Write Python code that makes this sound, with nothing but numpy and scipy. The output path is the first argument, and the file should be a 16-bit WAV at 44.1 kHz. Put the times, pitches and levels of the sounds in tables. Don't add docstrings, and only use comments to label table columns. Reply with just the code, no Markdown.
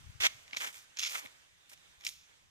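import sys
import numpy as np
from scipy import signal
from scipy.fft import rfft, irfft
from scipy.io import wavfile
from scipy.ndimage import uniform_filter1d

SR = 44100
rng = np.random.default_rng(int(sys.argv[2]) if len(sys.argv) > 2 else 0)


def natural_amplitude(level_db):
    exponent = np.asarray(level_db, float) / 20
    return 10 ** exponent


def dump_mix(stems):
    frames = np.atleast_2d(stems).T
    limited = np.clip(frames, -1, 1)
    pcm = np.round(limited * 32767).astype(np.int16)
    wavfile.write(sys.argv[1], SR, pcm)


N = 110250
T = np.arange(N) / SR
HZ = np.fft.rfftfreq(N, 1 / SR)
AHEAD = T < .4

# (time [s], pressure [dB], share of pole tip against ski [0-1], sand spray [dB])
SCUFF = [
    (.2015, -50, .3, -58),
    (.205, -41, .35, -56),
    (.213, -43, .2, -55),
    (.218, -37, .2, -53),
    (.236, -35, .1, -53),
    (.255, -29.5, .1, -51),
    (.27, -32, .1, -51),
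    (.2745, -46, .2, -60),
    (.284, -58, .3, -70),
]
PLANT = [
    (.524, -67, .1, -87),
    (0.532, -56, 0.11, -89),
    (.549, -50.5, 0.092, -85),
    (.553, -64, .2, -93),
    (0.563, -64, 0.27, -83),
    (0.565, -49, 0.54, -68),
    (0.571, -46, 0.41, -60),
    (.585, -52, 1, -62),
    (0.599, -59, 0.8, -66),
]
KICK = [
    (0.599, -54, 0.36, -61),
    (.606, -44, .1, -56.5),
    (.63, -45.5, 0.036, -54.5),
    (0.649, -43, 0.042, -57),
    (.66, -50, 0.055, -61.5),
    (0.677, -48, 0.05, -57.5),
    (.69, -51.5, 0.075, -62.5),
    (0.721, -72.5, 0.046, -72),
]
DRAG = [
    (0.726, -63.5, 0.2, -66.5),
    (0.763, -61, 0.27, -63.5),
    (0.849, -75.5, 1, -78.5),
]
SKID = [
    (0.964, -59, 0.45, -89),
    (.974, -57, 0.72, -82),
    (.985, -57.5, 0.55, -71),
    (.992, -44, 1, -60),
    (1.012, -52.5, 0.99, -59),
    (1.03, -43, 0.78, -59),
    (1.043, -46, 0.87, -59),
    (1.066, -43.5, 0.95, -60),
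    (1.1, -51.5, 0.89, -59),
]
PUSH = [
    (1.1, -52.5, 0.49, -56),
    (1.144, -49, 0.076, -55),
    (1.155, -38.5, 0.018, -54.5),
    (1.163, -47, .05, -56),
    (1.194, -49.5, 0.15, -55),
    (1.204, -59.5, 0.14, -64.5),
    (1.235, -59, 0.071, -76),
    (1.265, -63.5, 0.088, -71),
    (1.289, -82, 0.18, -95),
]
STEP = [
    (1.694, -72, .2, -67),
    (1.712, -72, .15, -73),
    (1.718, -66, .1, -73),
    (1.736, -65, .2, -66),
    (1.75, -78, .3, -84),
]
STAB = [
    (2.0, -69.5, 0.23, -81),
    (2.045, -65.5, 0.21, -81),
    (2.05, -56, .95, -52),
    (2.063, -56, 1, -67),
    (2.073, -50, 1, -52),
    (2.085, -56, 0.81, -60),
    (2.09, -66, 1, -54),
    (2.105, -62, 1, -66.5),
    (2.261, -76, 0.91, -95),
]


def friction():
    ski, tip, sand = np.zeros((3, N))
    for episode in (SCUFF, PLANT, KICK, DRAG, SKID, PUSH, STEP, STAB):
        s, db, share, sand_db = np.transpose(episode)
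        inside = np.clip(np.minimum(T - s[0], s[-1] - T) / .001 + .5, 0, 1)
        pressure = inside * natural_amplitude(np.interp(T, s, db) + 7.5)
        tip_share = np.interp(T, s, share)
        ski += pressure * np.sqrt(1 - tip_share)
        tip += pressure * np.sqrt(tip_share)
        sand += inside * natural_amplitude(np.interp(T, s, sand_db) + 10.5)
    return ski, tip, sand


# (time [s], peak [dB], share of tip ring against shaft knock [0-1])
STRIKES = [(.479, -47.5, 0.5), (0.51, -45, 0.1), (0.5294, -36, 0), (0.5317, -33, 0.03), (0.548, -36.5, 0),
           (0.5689, -26.5, 0.3), (.605, -35.5, 0.14), (0.618, -39, .3), (0.644, -51, 0.05),
           (0.678, -57, 0.9), (.687, -53, 0), (0.743, -46, 0.8), (.971, -35.5, 1), (0.975, -41, 0.4),
           (0.9878, -31.5, 0.7), (0.9939, -29.5, 1), (1.003, -33, 0.8), (1.017, -49, 0.3),
           (1.0265, -35, 0.8), (1.0329, -28.5, 0.4), (1.0356, -36, 1), (1.039, -29.5, 0.5),
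           (1.049, -29, 0.1), (1.062, -36.5, 0.1), (1.065, -34.5, 0.9), (1.071, -40, 0.9), (1.115, -44, 0),
           (1.134, -44, 0.4), (1.152, -57, .05), (1.165, -43, .5), (1.254, -45, 0), (1.26, -37.5, 0),
           (1.272, -45.5, 0.5), (1.6977, -51, 0.7), (1.734, -48.5, 0.5), (1.7755, -55, .7),
           (2.01, -48, 0.6), (2.039, -45, 0.2), (2.05, -33, 0.66), (2.0535, -48, 1), (2.0663, -29, 0.7),
           (2.0692, -37, 1), (2.076, -44, 1), (2.087, -45.5, 1), (2.09, -33, 0.7)]


def strikes():
    s, db, share = np.transpose(STRIKES)
    hits = np.zeros((2, N))
    hits[:, np.round(s * SR).astype(int)] = natural_amplitude(db + 5) * np.sqrt([1 - share, share])
    outline = decay(rise_s=.0002, fall_s=.001)
    return signal.oaconvolve(hits, outline[None], axes=1)[:, :N]


# (frequency [Hz], level [dB])
FRAME_COLOUR = [(150, -30), (380, -11), (750, -9), (1900, -2), (3300, -5), (4600, -9), (6200, -14),
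                (12000, -27)]
SKI_COLOUR = [(150, -33.5), (400, -9), (1400, -1.5), (2200, -2), (3400, -7.5), (4700, -17.5), (6300, -18),
              (12000, -37.5)]
# (frequency [Hz], width [Hz], level [dB])
SKI_RINGS = [(2200, 450, 2), (3400, 700, 0), (6300, 900, 3)]


def ski_scrape(ski, rough):
    drive = ski * rough * clatter()
    return body(drive * AHEAD, FRAME_COLOUR, SKI_RINGS) + body(drive * ~AHEAD, SKI_COLOUR, SKI_RINGS)


# (frequency [Hz], level [dB])
TIP_COLOUR = [(600, -42.5), (1000, -7), (1800, -0.5), (2400, 4.5), (4200, 2.5), (5500, 0.5), (7000, 0.5),
              (8500, -23)]
# (frequency [Hz], width [Hz], level [dB])
TIP_RINGS = [(5400, 400, 5), (6450, 450, 0), (2350, 350, -2), (3500, 400, 1)]


def pole_tip(tip, hits, rough):
    return body((tip * np.sqrt(rough) + hits) * clatter(), TIP_COLOUR, TIP_RINGS)


# (frequency [Hz], level [dB])
SHAFT_COLOUR = [(800, -94), (1700, -1), (2300, 6.5), (4000, -1.5), (7000, -28), (15000, -41)]
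# (frequency [Hz], width [Hz], level [dB])
SHAFT_RINGS = [(2200, 370, -6.5), (3930, 620, -10)]


def shaft_knock(hits):
    return body(hits * clatter(), SHAFT_COLOUR, SHAFT_RINGS)


# (time [s], peak [dB], frequency [Hz])
SHAFT_MODES = [(.531, -37, 2240), (.533, -39, 4050), (.5685, -31, 2350), (.57, -31, 3700),
               (.617, -37, 2170), (.971, -37, 5530), (.9943, -27, 6410), (1.033, -27, 5290),
               (1.039, -28, 3500), (1.062, -33, 2500), (1.072, -32, 5400), (1.152, -40, 2090),
               (1.2553, -39, 2130), (1.258, -42, 3600), (1.732, -56, 3650), (2.049, -38, 6980),
               (2.0662, -30, 3300), (2.0662, -34, 5470)]


def shaft_modes():
    return sum(ring(*mode) for mode in SHAFT_MODES)


# (frequency [Hz], level [dB])
SAND_COLOUR = [(1000, -22), (4700, -3.5), (7000, -1.5), (12000, -9), (15000, -9.5)]


def sand_spray(sand, tip_hits, rough):
    return body((sand * np.sqrt(rough) + natural_amplitude(-16) * tip_hits) * clatter(), SAND_COLOUR)


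# (time [s], peak [dB])
THUMPS = [
    (0.533, -61),
    (0.572, -62.5),
    (0.679, -64),
    (1.251, -61),
]


def wheel_thumps():
    return sum(natural_amplitude(db + 11) * blip(s, width_s=0.005, hz=250) for s, db in THUMPS)


# (time [s], level [dB], half length [s])
KNOCKS = [
    (.548, -61, 0.007),
    (.57, -48.5, 0.0067),
    (0.657, -53, 0.017),
    (1.154, -50, 0.0076),
    (1.248, -56.5, 0.018),
    (1.724, -62.5, 0.012),
    (2.051, -63, 0.0075),
    (2.064, -64.5, 0.041),
]
# (frequency [Hz], level [dB])
KNOCK_COLOUR = [(120, -27), (250, -5), (500, -3), (900, -3.5), (1600, -19)]


def load_knocks():
    load = sum(natural_amplitude(db) * np.exp(-((T - s) / half_s) ** 2) for s, db, half_s in KNOCKS)
    return body(load * clatter(), KNOCK_COLOUR)


def contacts():
    ski, tip, sand = friction()
    shaft_hits, tip_hits = strikes()
    slips = grit(per_s=900, spread_db=3, fall_s=.0007)
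    rough = evened(natural_amplitude(-1) + slips)
    low = ski_scrape(ski, rough) + sand_spray(sand, tip_hits, rough)
    low = low + shaft_modes() + wheel_thumps() + load_knocks()
    return low, pole_tip(tip, tip_hits, rough) + shaft_knock(shaft_hits)


# (time [s], level [dB])
ROLLING = [(0, -65), (.2, -66.5), (.5, -64), (.9, -67), (1.3, -64), (1.55, -72), (1.85, -66.5),
           (2.15, -73.5), (2.3, -67.5), (2.5, -73.5)]
# (frequency [Hz], level [dB])
ROLL_COLOUR = [(120, -20), (300, -8.5), (1500, -7), (4300, -8.5), (6300, -3.5), (8000, -6.5),
               (11500, -16.5), (15000, -23.5)]
# (frequency [Hz], width [Hz], level [dB])
ROLL_RINGS = [(2310, 2700, 7.5), (3660, 670, 0)]
# (time [s], level [dB])
BEARING = [(1.3, -93), (1.62, -72), (2.1, -73), (2.5, -90)]
# (frequency [Hz], level [dB])
BEARING_COLOUR = [(2600, -41), (3600, -9), (4800, -34)]


def rolling():
    hiss = body(rng.standard_normal((2, N)), ROLL_COLOUR, ROLL_RINGS)
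    z = signal.stft(hiss, nperseg=512)[2]
    patches = rng.standard_normal(z.shape[1:])
    patches = uniform_filter1d(patches, 7, 0)
    patches = evened(uniform_filter1d(patches, 9, 1))
    hiss = signal.istft(z * natural_amplitude(1.3 * patches), nperseg=512)[1][:, :N]
    hiss = evened(hiss) * natural_amplitude(np.interp(T, *np.transpose(ROLLING)) + 4)
    sing = body(rng.standard_normal((2, N)), BEARING_COLOUR)
    return hiss + sing * natural_amplitude(np.interp(T, *np.transpose(BEARING)))


# (frequency [Hz], 60 dB decay time [s])
TREES_T60 = [(300, 0.56), (3000, 0.4), (14000, 0.82)]


def trees(x):
    level_db, delay_s = -19.5, 0.0081
    hz, t, z = signal.stft(rng.standard_normal((2, SR)), SR, nperseg=256)
    fade = natural_amplitude(-60 * t / read(TREES_T60, hz)[:, None])
    tail = signal.istft(z * fade, SR, nperseg=256)[1]
    tail = tail * (np.arange(tail.shape[1]) / SR > delay_s)
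    tail = tail / np.linalg.norm(tail[0])
    return natural_amplitude(level_db) * signal.fftconvolve(x, tail, axes=1)[:, :N]


# (time [s], level [dB])
GUST = [(0, -61), (.4, -70.5), (.7, -75.5), (1.7, -77.5), (2.0, -74), (2.5, -77)]
# (frequency [Hz], level [dB])
WIND_COLOUR = [(20, -6.5), (35, -10.5), (65, -0.5), (110, -4), (160, -7), (500, -36)]
# (time [s], peak [dB], frequency [Hz])
PUFFS = [
    (.047, -48.5, 112),
    (0.071, -41, 73.6),
    (0.099, -39.5, 90.5),
    (0.158, -44, 102),
    (0.207, -47, 82),
    (0.36, -56, 110),
    (1.007, -60.5, 79),
    (1.262, -59.5, 114),
    (1.985, -60.5, 61),
]


def wind():
    spectrum = rfft(rng.standard_normal((2, N))) * natural_amplitude(read(WIND_COLOUR, HZ))
    lumps = natural_amplitude(3 * np.array([wander(24.7), wander(23.0)]))
    buffeting = evened(irfft(spectrum, N) * lumps) * natural_amplitude(np.interp(T, *np.transpose(GUST)))
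    puffs = sum(natural_amplitude(db) * blip(s, width_s=0.0084, hz=hz) for s, db, hz in PUFFS)
    return buffeting + puffs * np.array([[1], [0]])


# (frequency [Hz], coherence [0-1])
LIKENESS = [(200, .98), (1400, .87), (2800, .91), (4500, .8), (7000, .62), (10000, .45)]
# (frequency [Hz], left minus right [dB])
TILT = [(300, -6), (1500, -5), (2300, 1), (3200, -5), (5000, -1), (6200, -6), (7600, -4), (10000, 0)]


def ports(x, lag_s, focus=1):
    shared, separate = rfft(x)
    like = focus * read(LIKENESS, HZ)
    tilt = natural_amplitude(read(TILT, HZ) / 2)
    phase = 3.3 + 2 * np.pi * HZ * lag_s
    right = like * shared * np.exp(-1j * phase) + np.sqrt(1 - like ** 2) * separate
    return irfft(np.array([shared * tilt, right / tilt]), N)


def clatter():
    return rng.choice([-1., 1.], (2, N))


def grit(per_s, spread_db, fall_s):
    size = natural_amplitude(spread_db * np.minimum(rng.exponential(1, N), 3.0))
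    catches = size * (rng.random(N) < per_s / SR)
    return evened(signal.oaconvolve(catches, decay(0.00062, fall_s))[:N])


def decay(rise_s, fall_s):
    t = np.arange(900) / SR
    return (1 - np.exp(-t / rise_s)) * np.exp(-t / fall_s)


def blip(s, width_s, hz):
    return np.exp(-((T - s) / width_s) ** 2) * np.cos(2 * np.pi * hz * (T - s))


def ring(s, db, hz):
    t = np.maximum(T - s, 0)
    return (1 - np.exp(-t / .0003)) * natural_amplitude(db - 60 * t / .017) * np.sin(2 * np.pi * hz * t)


def body(x, colour, rings=()):
    hz = np.fft.rfftfreq(4096, 1 / SR)
    humps = sum(natural_amplitude(db) / (1 + (2 * (hz - f) / width) ** 2) for f, width, db in rings)
    gain = natural_amplitude(read(colour, hz)) * (1 + humps)
    log_gain = np.log(np.concatenate([gain, gain[-2:0:-1]]) + 1e-5)
    taps = np.fft.ifft(np.exp(np.conj(signal.hilbert(log_gain)))).real[:2048]
    return signal.oaconvolve(x, taps[None] / np.linalg.norm(taps), axes=1)[:, :N]


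def wander(per_s):
    rates = np.geomspace(per_s / 8, per_s, 24)
    return evened(sum(np.sin(2 * np.pi * (f * T + rng.random())) / np.sqrt(f) for f in rates))


def read(points, hz):
    f, value = np.transpose(points)
    return np.interp(np.log(hz + 1), np.log(f + 1), value)


def evened(x):
    return x / np.sqrt(np.mean(x ** 2) + 1e-20)


def scene():
    ski, tip = contacts()
    ahead_lag_s, ski_lag_s, tip_lag_s = 2e-5, 3.5e-5, 6.5e-5
    near = ports((ski + tip) * AHEAD, ahead_lag_s)
    near = near + ports(ski * ~AHEAD, ski_lag_s) + ports(tip * ~AHEAD, tip_lag_s)
    diffuse = ports(trees(ski + tip) + rolling(), ski_lag_s, focus=.5)
    return near + diffuse + wind()


def band_limit(x):
    return signal.sosfilt(signal.butter(12, 16410, fs=SR, output="sos"), x)


def record(dry):
    low_pass = signal.firwin(255, 15500, window=("kaiser", 8), fs=SR)
    mix = signal.oaconvolve(dry, low_pass[None], "same")
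    return band_limit(mix)


dry = scene()
out = record(dry)
dump_mix(out)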